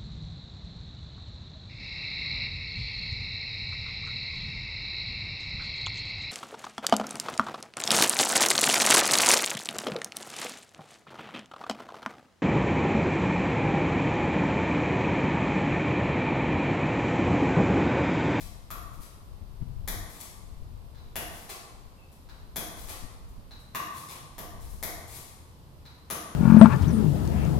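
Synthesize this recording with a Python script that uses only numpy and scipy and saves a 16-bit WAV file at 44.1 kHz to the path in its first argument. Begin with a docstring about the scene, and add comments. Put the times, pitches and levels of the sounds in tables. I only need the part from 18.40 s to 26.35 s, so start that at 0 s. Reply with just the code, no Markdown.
"""On a hard-walled porch, open to the garden, a small ram pump beats slowly and unevenly.
Its waste valve slams with a water-hammer clack, made from gritty bursts ringing the pump body.
A third of a second later a spurt splashes down as showers of random drops; some slams follow light ticks.
The porch rings after every knock, by a few distinct paths and a fading noise tail.
Coloured noise makes the garden wash, drone and breeze on the microphone; a wobbly tone is one bird peep."""
import sys
import numpy as np
from scipy import signal
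from scipy.fft import rfft, irfft, next_fast_len
from scipy.io import wavfile
from scipy.ndimage import uniform_filter1d, map_coordinates

SR = 44100
rng = np.random.default_rng(int(sys.argv[2]) if len(sys.argv) > 2 else 0)


def to_wav(sig):
    """Store sig (one row per channel, or 1-D mono) as 16-bit WAV at the path in sys.argv[1].

    Samples outside -1..1 are clipped; the rate is SR.
    """
    pcm = np.clip(np.atleast_2d(sig), -1, 1) * 32767
    pcm = np.round(pcm).astype(np.int16)
    wavfile.write(sys.argv[1], SR, pcm.T)  # frames by channels


N = 350595
TIME = np.arange(N) / SR  # seconds
SIDES = np.array([[1], [-1]])  # left, right


def from_db(db):
    """Turn decibels into a gain."""
    return 10 ** (np.asarray(db) / 20)


def rms_one(x):
    """Scale to unit power."""
    return x / np.sqrt(np.mean(x ** 2) + 1e-20)


def in_time(rows):
    """Draw straight lines between the rows, giving each column a value at every sample."""
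    seconds, *columns = np.transpose(rows)
    return [np.interp(TIME, seconds, column) for column in columns]


def bins(size):
    """Frequencies in Hz of the spectrum of this many samples, none below 1 Hz."""
    return np.maximum(np.fft.rfftfreq(size, 1 / SR), 1)


def at_hz(points, hz):
    """Read a table along a logarithmic frequency axis."""
    table_hz, value = np.transpose(points)
    return np.interp(np.log(hz), np.log(table_hz), value)


def bump(hz, centre_hz, width_hz):
    """Bell of height 1 around a resonance, as wide as given at half height."""
    return .5 ** ((2 * (hz - centre_hz) / width_hz) ** 2)


def cluster(hz, centre_hz, width_hz):
    """Flat-topped hump of height 1: several close resonances side by side."""
    return 1 / (1 + (2 * (hz - centre_hz) / width_hz) ** 4)


def above(hz, corner_hz):
    """Shelf that climbs from 0 to 1 around a corner."""
    return 1 / (1 + (corner_hz / hz) ** 4)


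def resonate(x, db):
    """Apply a gain per frequency so that the ringing only follows the sound (minimum phase)."""
    cepstrum = irfft(np.log(from_db(db)))
    # fold the backward half onto the forward half
    cepstrum[1:len(x) // 2] *= 2
    cepstrum[len(x) // 2 + 1:] = 0
    return irfft(rfft(x) * np.exp(rfft(cepstrum)))


def add(track, s, sound):
    """Mix a sound into a track at a time in seconds."""
    start = max(0, round(s * SR))
    track[start:start + len(sound)] += sound[:N - start]


# How alike left and right are. Each row: frequency in Hz, likeness from -1 to 1.
EAR_LIKENESS = [(50, 1), (130, 1), (290, 0.87), (640, 0.59), (1400, -0.25), (3000, 0.087), (16000, 0.022)]


def diffuse(size):
    """Spectrum of stereo white noise arriving from all around, most alike in both ears in the bass."""
    alike = np.clip(at_hz(EAR_LIKENESS, bins(size)), -.99, .99)
    mid, side = rfft(rng.standard_normal((2, size)))
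    shared = np.sqrt((1 + alike) / 2) * mid
    opposed = np.sqrt((1 - alike) / 2) * side * SIDES
    return shared + opposed


def noise(colour):
    """Steady stereo noise of a given colour, unit power."""
    size = next_fast_len(N)
    spectrum = diffuse(size) * from_db(at_hz(colour, bins(size)))
    return rms_one(irfft(spectrum, size)[:, :N])


# Colour of the outdoor wash. Each row: frequency in Hz, relative level in dB.
WASH_COLOUR = [(35, -56), (60, 2), (81, 2.5), (124, -8), (156, -4.5), (323, -11.5), (666, -15), (732, -17),
               (1010, -15), (1740, -26.5), (4640, -26.5), (6430, -33.5), (8920, -32.5), (14200, -30.5),
               (16000, -67)]
# Swell of the far-off drone. Each row: time in seconds, relative level in dB.
DRONE_SWELL = [(0, -69.5), (4.5, -65.5), (5.7, -56.5), (7.2, -56), (7.95, -60.5)]
# Colour of the drone. Each row: frequency in Hz, relative level in dB.
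DRONE_TONE = [(40, -44), (80, -3.5), (103, -11.5), (120, -11.5), (138, -5), (180, -21), (400, -29),
              (3000, -78)]


def garden(wash_db, drone_db):
    """Steady noise makes a soft outdoor wash; low noise that swells makes a far-off drone."""
    wash = from_db(wash_db) * noise(WASH_COLOUR)
    drone = from_db(in_time(DRONE_SWELL)[0] + drone_db) * noise(DRONE_TONE)
    return wash + drone


def flutter(rate):
    """Smooth random swing of spread about 1, separate for each ear; rate in random points per second."""
    knots = rng.standard_normal((2, 400))
    return np.array([map_coordinates(ear, [TIME * rate], mode="mirror") for ear in knots])


# Strength of the breeze. Each row: time in seconds, relative level in dB, left over right in dB.
BREEZE_SWELL = [(0.0, -40, 10), (0.95, -41.5, 12), (1.3, -32.5, 12.5), (1.55, -32.5, 2), (1.82, -44.5, 8.5),
                (2.25, -35, 9), (3.0, -42, 3), (3.85, -45, 4), (4.4, -36.5, 3), (4.7, -41, 6),
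                (5.0, -39.5, -3), (5.45, -48.5, 0), (5.85, -47.5, 3), (6.35, -35.5, 7), (6.85, -47, 0.5),
                (7.95, -51, 1)]
# Colour of the breeze. Each row: frequency in Hz, relative level in dB.
BREEZE_TONE = [(15, -6), (35, 3.5), (70, -5), (110, -7.5), (200, -22.5), (400, -44), (1000, -42),
               (4000, -77)]
# Sharp buffets. Each row: peak in seconds, relative level in dB, half length in seconds,
# left over right in dB.
SHARP_BUFFETS = [(0.03, -37.5, 0.11, 12), (0.59, -30.5, 0.017, 13), (1.021, -30.5, 0.009, 20),
                 (1.222, -27, 0.014, 19.5), (1.29, -35.5, 0.045, 17), (2.225, -32, 0.012, 16),
                 (4.644, -31.5, 0.018, 19), (4.989, -30, 0.011, -2), (6.154, -30, 0.015, 7),
                 (6.458, -33, 0.015, 17)]
# Colour of the buffets. Each row: frequency in Hz, relative level in dB.
BUFFET_TONE = [(20, 14), (70, 7), (170, 1.5), (310, -10), (520, -34), (1500, -35), (4000, -50),
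               (16000, -80)]
EDDIES_PER_S, EDDY_DB = 6.7, 2  # rate and depth of the flutter at each microphone port


def breeze(level_db, buffet_db):
    """Air presses on each port apart, swelling slowly and fluttering with eddies; buffets reach higher."""
    swell_db, pan_db = in_time(BREEZE_SWELL)
    pressure = np.array([noise(BREEZE_TONE)[0] for _ in SIDES])
    strength_db = level_db + swell_db + SIDES * pan_db / 2 + EDDY_DB * flutter(EDDIES_PER_S)
    rumble = from_db(strength_db) * pressure
    gusts = np.zeros((2, N))
    for s, peak_db, half_s, side_db in SHARP_BUFFETS:
        gusts += from_db(peak_db + SIDES * side_db / 2) * np.exp(-((TIME - s) / half_s) ** 2)
    return rumble + gusts * from_db(buffet_db) * noise(BUFFET_TONE)


# Colour of water on the floor. Each row: frequency in Hz, relative level in dB.
WATER_COLOUR = [(100, -28), (300, -1), (600, -1), (1150, 3), (1450, -8), (2100, -0.5), (2800, -4),
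                (3800, -2), (6000, -5), (10500, -6.5), (13000, -6.5), (16000, -15.5)]


def shower(db, treble_db, rise, fall, slap, drops_per_s=3000, spread_db=4.0, size=32768):
    """Water lands with a slap, then as a swelling and thinning shower of drops that come in clumps."""
    t, hz = np.arange(size) / SR, bins(size)
    flow = np.minimum(t / rise, 1) * np.exp(-np.maximum(t - rise, 0) / fall)
    flow += slap * np.exp(-t / 0.0048)
    clumps = from_db(3 * rms_one(uniform_filter1d(rng.standard_normal(size), size=256)))
    # a few drops are much bigger than the rest
    sizes = rng.standard_normal(size) * from_db(spread_db * np.minimum(rng.exponential(1, size), 4))
    landing = rng.random(size) < drops_per_s / SR
    drops = rms_one(flow * clumps * sizes * landing) / np.sqrt(size)  # unit energy
    return resonate(drops, db + at_hz(WATER_COLOUR, hz) + treble_db * above(hz, corner_hz=4330))


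# Spurts coming down. Each row: lump of water lands in seconds, relative level in dB, treble lift in dB,
# rise in seconds, how many seconds earlier the spray starts, relative level of the spray in dB.
FALLING_SPURTS = [(0.0, -4.5, -3, 0.00093, 0, -20), (0.60, -11.5, 1, 0.018, 0.1, -20),
                  (1.797, -6.5, 4.5, 0.0077, .11, -8.5), (3.089, 3, -4, 0.0048, 0.18, -9),
                  (4.486, 2, -2.5, 0.012, 0.13, -7), (5.688, 0.5, -4.5, 0.012, .16, -6),
                  (6.29, -22, 10, 0.016, 0.088, -13), (6.743, -10, 5, .01, 0.069, -4.5)]
LUMP_FALL_S, LUMP_SLAP = 0.025, 0.75  # thinning time; slap relative to the shower
SPRAY_RISE_S, SPRAY_FALL_S, SPRAY_TREBLE_DB = 0.021, 0.088, 3
# Stray drips. Each row: start in seconds, relative level in dB.
STRAY_DRIPS = [(3.716, -32), (4.88, -36.5), (5.19, -34)]
DRIP_RISE_S, DRIP_FALL_S, DRIP_SLAP, DRIP_TREBLE_DB = .004, .017, 2.5, 12


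def splashes():
    """Bright spray patters down ahead of the lumps of water; a few drips fall between strokes."""
    out = np.zeros(N)
    for s, db, treble_db, rise, lead, spray_db in FALLING_SPURTS:
        add(out, s - lead, shower(spray_db, SPRAY_TREBLE_DB, SPRAY_RISE_S, SPRAY_FALL_S, slap=0.83))
        add(out, s, shower(db, treble_db, rise, LUMP_FALL_S, LUMP_SLAP))
    for s, db in STRAY_DRIPS:
        add(out, s, shower(db, DRIP_TREBLE_DB, DRIP_RISE_S, DRIP_FALL_S, DRIP_SLAP))
    return out


def contact(length_s, evenness, size=8192):
    """Metal grinding home on its seat: a gritty burst of a few milliseconds, unit energy."""
    t = np.arange(size) / SR
    grit = rng.standard_normal(size) * rng.exponential(1, size)
    burst = grit * np.exp(-(2 * t / length_s - 1) ** 2) * (t < 2 * length_s)
    # evenness 1 would flatten the spectrum fully
    unevenness_db = 20 * np.log10(abs(rfft(burst)) + 1e-9)
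    burst = resonate(burst, -np.clip(evenness, 0, 1) * unevenness_db)
    return rms_one(burst) / np.sqrt(size)


# Valve slams. Each row: start in seconds, relative level in dB, thud lift in dB, treble lift in dB,
# water cavity in Hz, its width in Hz, its lift in dB, hollow in Hz, its lift in dB,
# crack in Hz, its lift in dB, metal chink in Hz, its lift in dB.
VALVE_SLAMS = [(0.304, -11, 1, -3, 1250, 457, 16, 2900, -4, 2260, 2, 11700, 4),
               (1.476, -3, 1, -1.5, 1140, 300, 0.5, 2750, -16, 1920, 1.5, 12100, -1),
               (2.756, -1.5, 1, -4.5, 1110, 300, -1, 2500, -3, 2800, 5, 10100, 5.5),
               (4.159, -3, 2.5, -0.5, 734, 400, 0.5, 2830, -11, 3320, 5, 10200, 3.5),
               (5.348, 0, -4, -8.5, 1117, 254, 14.5, 3040, -10.5, 2880, 8.5, 10800, -4),
               (5.981, -11.5, 7, -1, 1100, 260, 10, 2530, -6, 3120, 4, 10900, -4),
               (6.427, -4.5, 3, 1, 750, 297, 0.5, 2770, -12, 2170, 7, 11700, 0),
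               (7.701, -2, 3, -4, 1210, 240, 8, 2750, -3, 6300, 6.5, 10250, 10)]
# Pump body under a slam. Each row: frequency in Hz, relative level in dB.
BODY_COLOUR = [(60, -16.5), (120, 4), (175, 13.5), (290, 12), (390, 8), (600, 9), (950, 11), (1500, 6),
               (2500, 8.5), (4500, 3), (8500, -0.5), (11000, 4.5), (13500, 7.5), (16000, -4)]
# Resonances of the body. Each row: frequency in Hz, width in Hz, lift in dB.
BODY_RINGS = [(306.6, 6.6, 6.5), (467.7, 11, 9), (673, 120, 6), (1526, 55, 7), (1860, 310, 5),
              (3600, 690, 2), (5900, 1400, 4), (7000, 480, 4)]


def clacks():
    """Each slam rings the pump body; trapped air and the way the valve seats colour it anew each time."""
    out = np.zeros(N)
    for (s, db, thud_db, treble_db, cavity_hz, cavity_width_hz, cavity_db,
         hollow_hz, hollow_db, crack_hz, crack_db, chink_hz, chink_db) in VALVE_SLAMS:
        slam = contact(length_s=.0036, evenness=.75)
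        hz = bins(len(slam))
        colour = at_hz(BODY_COLOUR, hz)
        for ring_hz, width_hz, lift_db in BODY_RINGS:
            colour += lift_db * bump(hz, ring_hz, width_hz)
        colour += thud_db * (1 - above(hz, corner_hz=950))
        colour += treble_db * above(hz, corner_hz=4020)
        colour += cavity_db * cluster(hz, cavity_hz, cavity_width_hz)
        colour += hollow_db * bump(hz, hollow_hz, width_hz=430)
        colour += crack_db * bump(hz, crack_hz, width_hz=310)
        colour += chink_db * cluster(hz, chink_hz, width_hz=800)
        add(out, s, resonate(slam, db + colour))
    return out


# Valve ticking open. Each row: start in seconds, relative level in dB, lift of the stem's ring in dB.
VALVE_TICKS = [(2.547, -10, 3), (2.575, -10.5, 7), (3.888, -2.5, 4.5), (5.108, -2.5, 11.5), (5.15, -13, 7),
               (7.453, -2.5, 9)]
# Colour of a tick. Each row: frequency in Hz, relative level in dB.
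TICK_COLOUR = [(200, -37), (900, -2.5), (1600, -7), (2800, -15.5), (4000, -9), (6500, -21), (8500, -31),
               (16000, -31)]


def ticks():
    """The valve drops open, touches its stop lightly and its stem rings."""
    out = np.zeros(N)
    for s, db, ring_db in VALVE_TICKS:
        touch = contact(length_s=0.0048, evenness=0.73)
        hz = bins(len(touch))
        stem = cluster(hz, centre_hz=3970, width_hz=440)
        add(out, s, resonate(touch, db + at_hz(TICK_COLOUR, hz) + ring_db * stem))
    return out


# The bird's peep. Each row: time in seconds, pitch in Hz, relative level in dB.
BIRD_PEEP = [(3.555, 2790, -72), (3.588, 2620, -58), (3.62, 2590, -61), (3.65, 2580, -85)]


def bird():
    """One thin, slightly falling whistle: a sine frayed by a little random wobble of its pitch."""
    pitch, db = in_time(BIRD_PEEP)
    wobble = 45 * rms_one(uniform_filter1d(rng.standard_normal(N), size=220))  # Hz
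    singing = (TIME > BIRD_PEEP[0][0]) & (TIME < BIRD_PEEP[-1][0])
    phase = 2 * np.pi * np.cumsum(pitch + wobble) / SR
    return from_db(db) * np.sin(phase) * singing


# First paths across the porch, the ceiling's the brightest.
# Each row: delay in seconds, relative left level in dB, relative right level in dB, treble lift in dB.
FIRST_PATHS = [(0, -12.5, -14, 2), (.0074, -14, -19, 9), (.0126, -18, -24, 6)]
# How long the porch rings. Each row: frequency in Hz, seconds to fall by 60 dB.
RING_TIME = [(100, 1.27), (350, 0.89), (1000, 1.41), (2500, 0.84), (5000, 0.92), (9000, 0.81), (16000, 0.4)]
# Lean between the ears. Each row: frequency in Hz, left over right in dB.
EAR_BALANCE = [(150, -1), (450, 0.5), (720, -4), (1250, 2), (4000, -0.5), (6000, 5.5), (8500, 9.5),
               (10500, 15), (13000, 7.5), (16000, 0)]


def porch(x, build_s, size=65536):
    """Hard walls give a few distinct paths, then a diffuse tail whose highest treble dies first."""
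    t, hz = np.arange(size) / SR, bins(size)
    field, response = diffuse(size), np.zeros((2, size))
    # the tail is built from overlapping bands, each with its own fade
    centres = np.geomspace(100, 16000, 12)
    for centre, weights in zip(centres, np.eye(len(centres))):
        decay = from_db(-60 * t / at_hz(RING_TIME, centre)) * (1 - np.exp(-t / build_s))
        band = irfft(field * np.interp(np.log(hz), np.log(centres), weights))
        response += band * decay / np.linalg.norm(decay)
    # short waves beam along the first paths and reach mostly the left port
    for delay, left_db, right_db, lift_db in FIRST_PATHS:
        arrival = signal.unit_impulse(size, round(delay * SR))
        bright = resonate(arrival, lift_db * above(hz, corner_hz=8100))
        response += from_db([[left_db], [right_db]]) * bright
    lean_db = at_hz(EAR_BALANCE, hz) / 2
    response = [resonate(ear, side * lean_db) for ear, side in zip(response, SIDES)]
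    return signal.fftconvolve(x[None], np.array(response))[:, :N]


def scene():
    """Pump and bird sound through the porch, over garden and breeze."""
    outside = garden(wash_db=-55.0, drone_db=2.0) + breeze(level_db=-7.0, buffet_db=-9.0)
    sources = splashes() + clacks() + ticks() + bird()
    return from_db(-0.99) * porch(sources, build_s=0.0036) + outside


def record(dry):
    """A steep low-pass filter cuts the top above 16 kHz."""
    steep_cut = signal.ellip(10, .1, 80, 16000, fs=SR, output="sos")
    return signal.sosfilt(steep_cut, dry)


dry = scene()
out = record(dry)
to_wav(out)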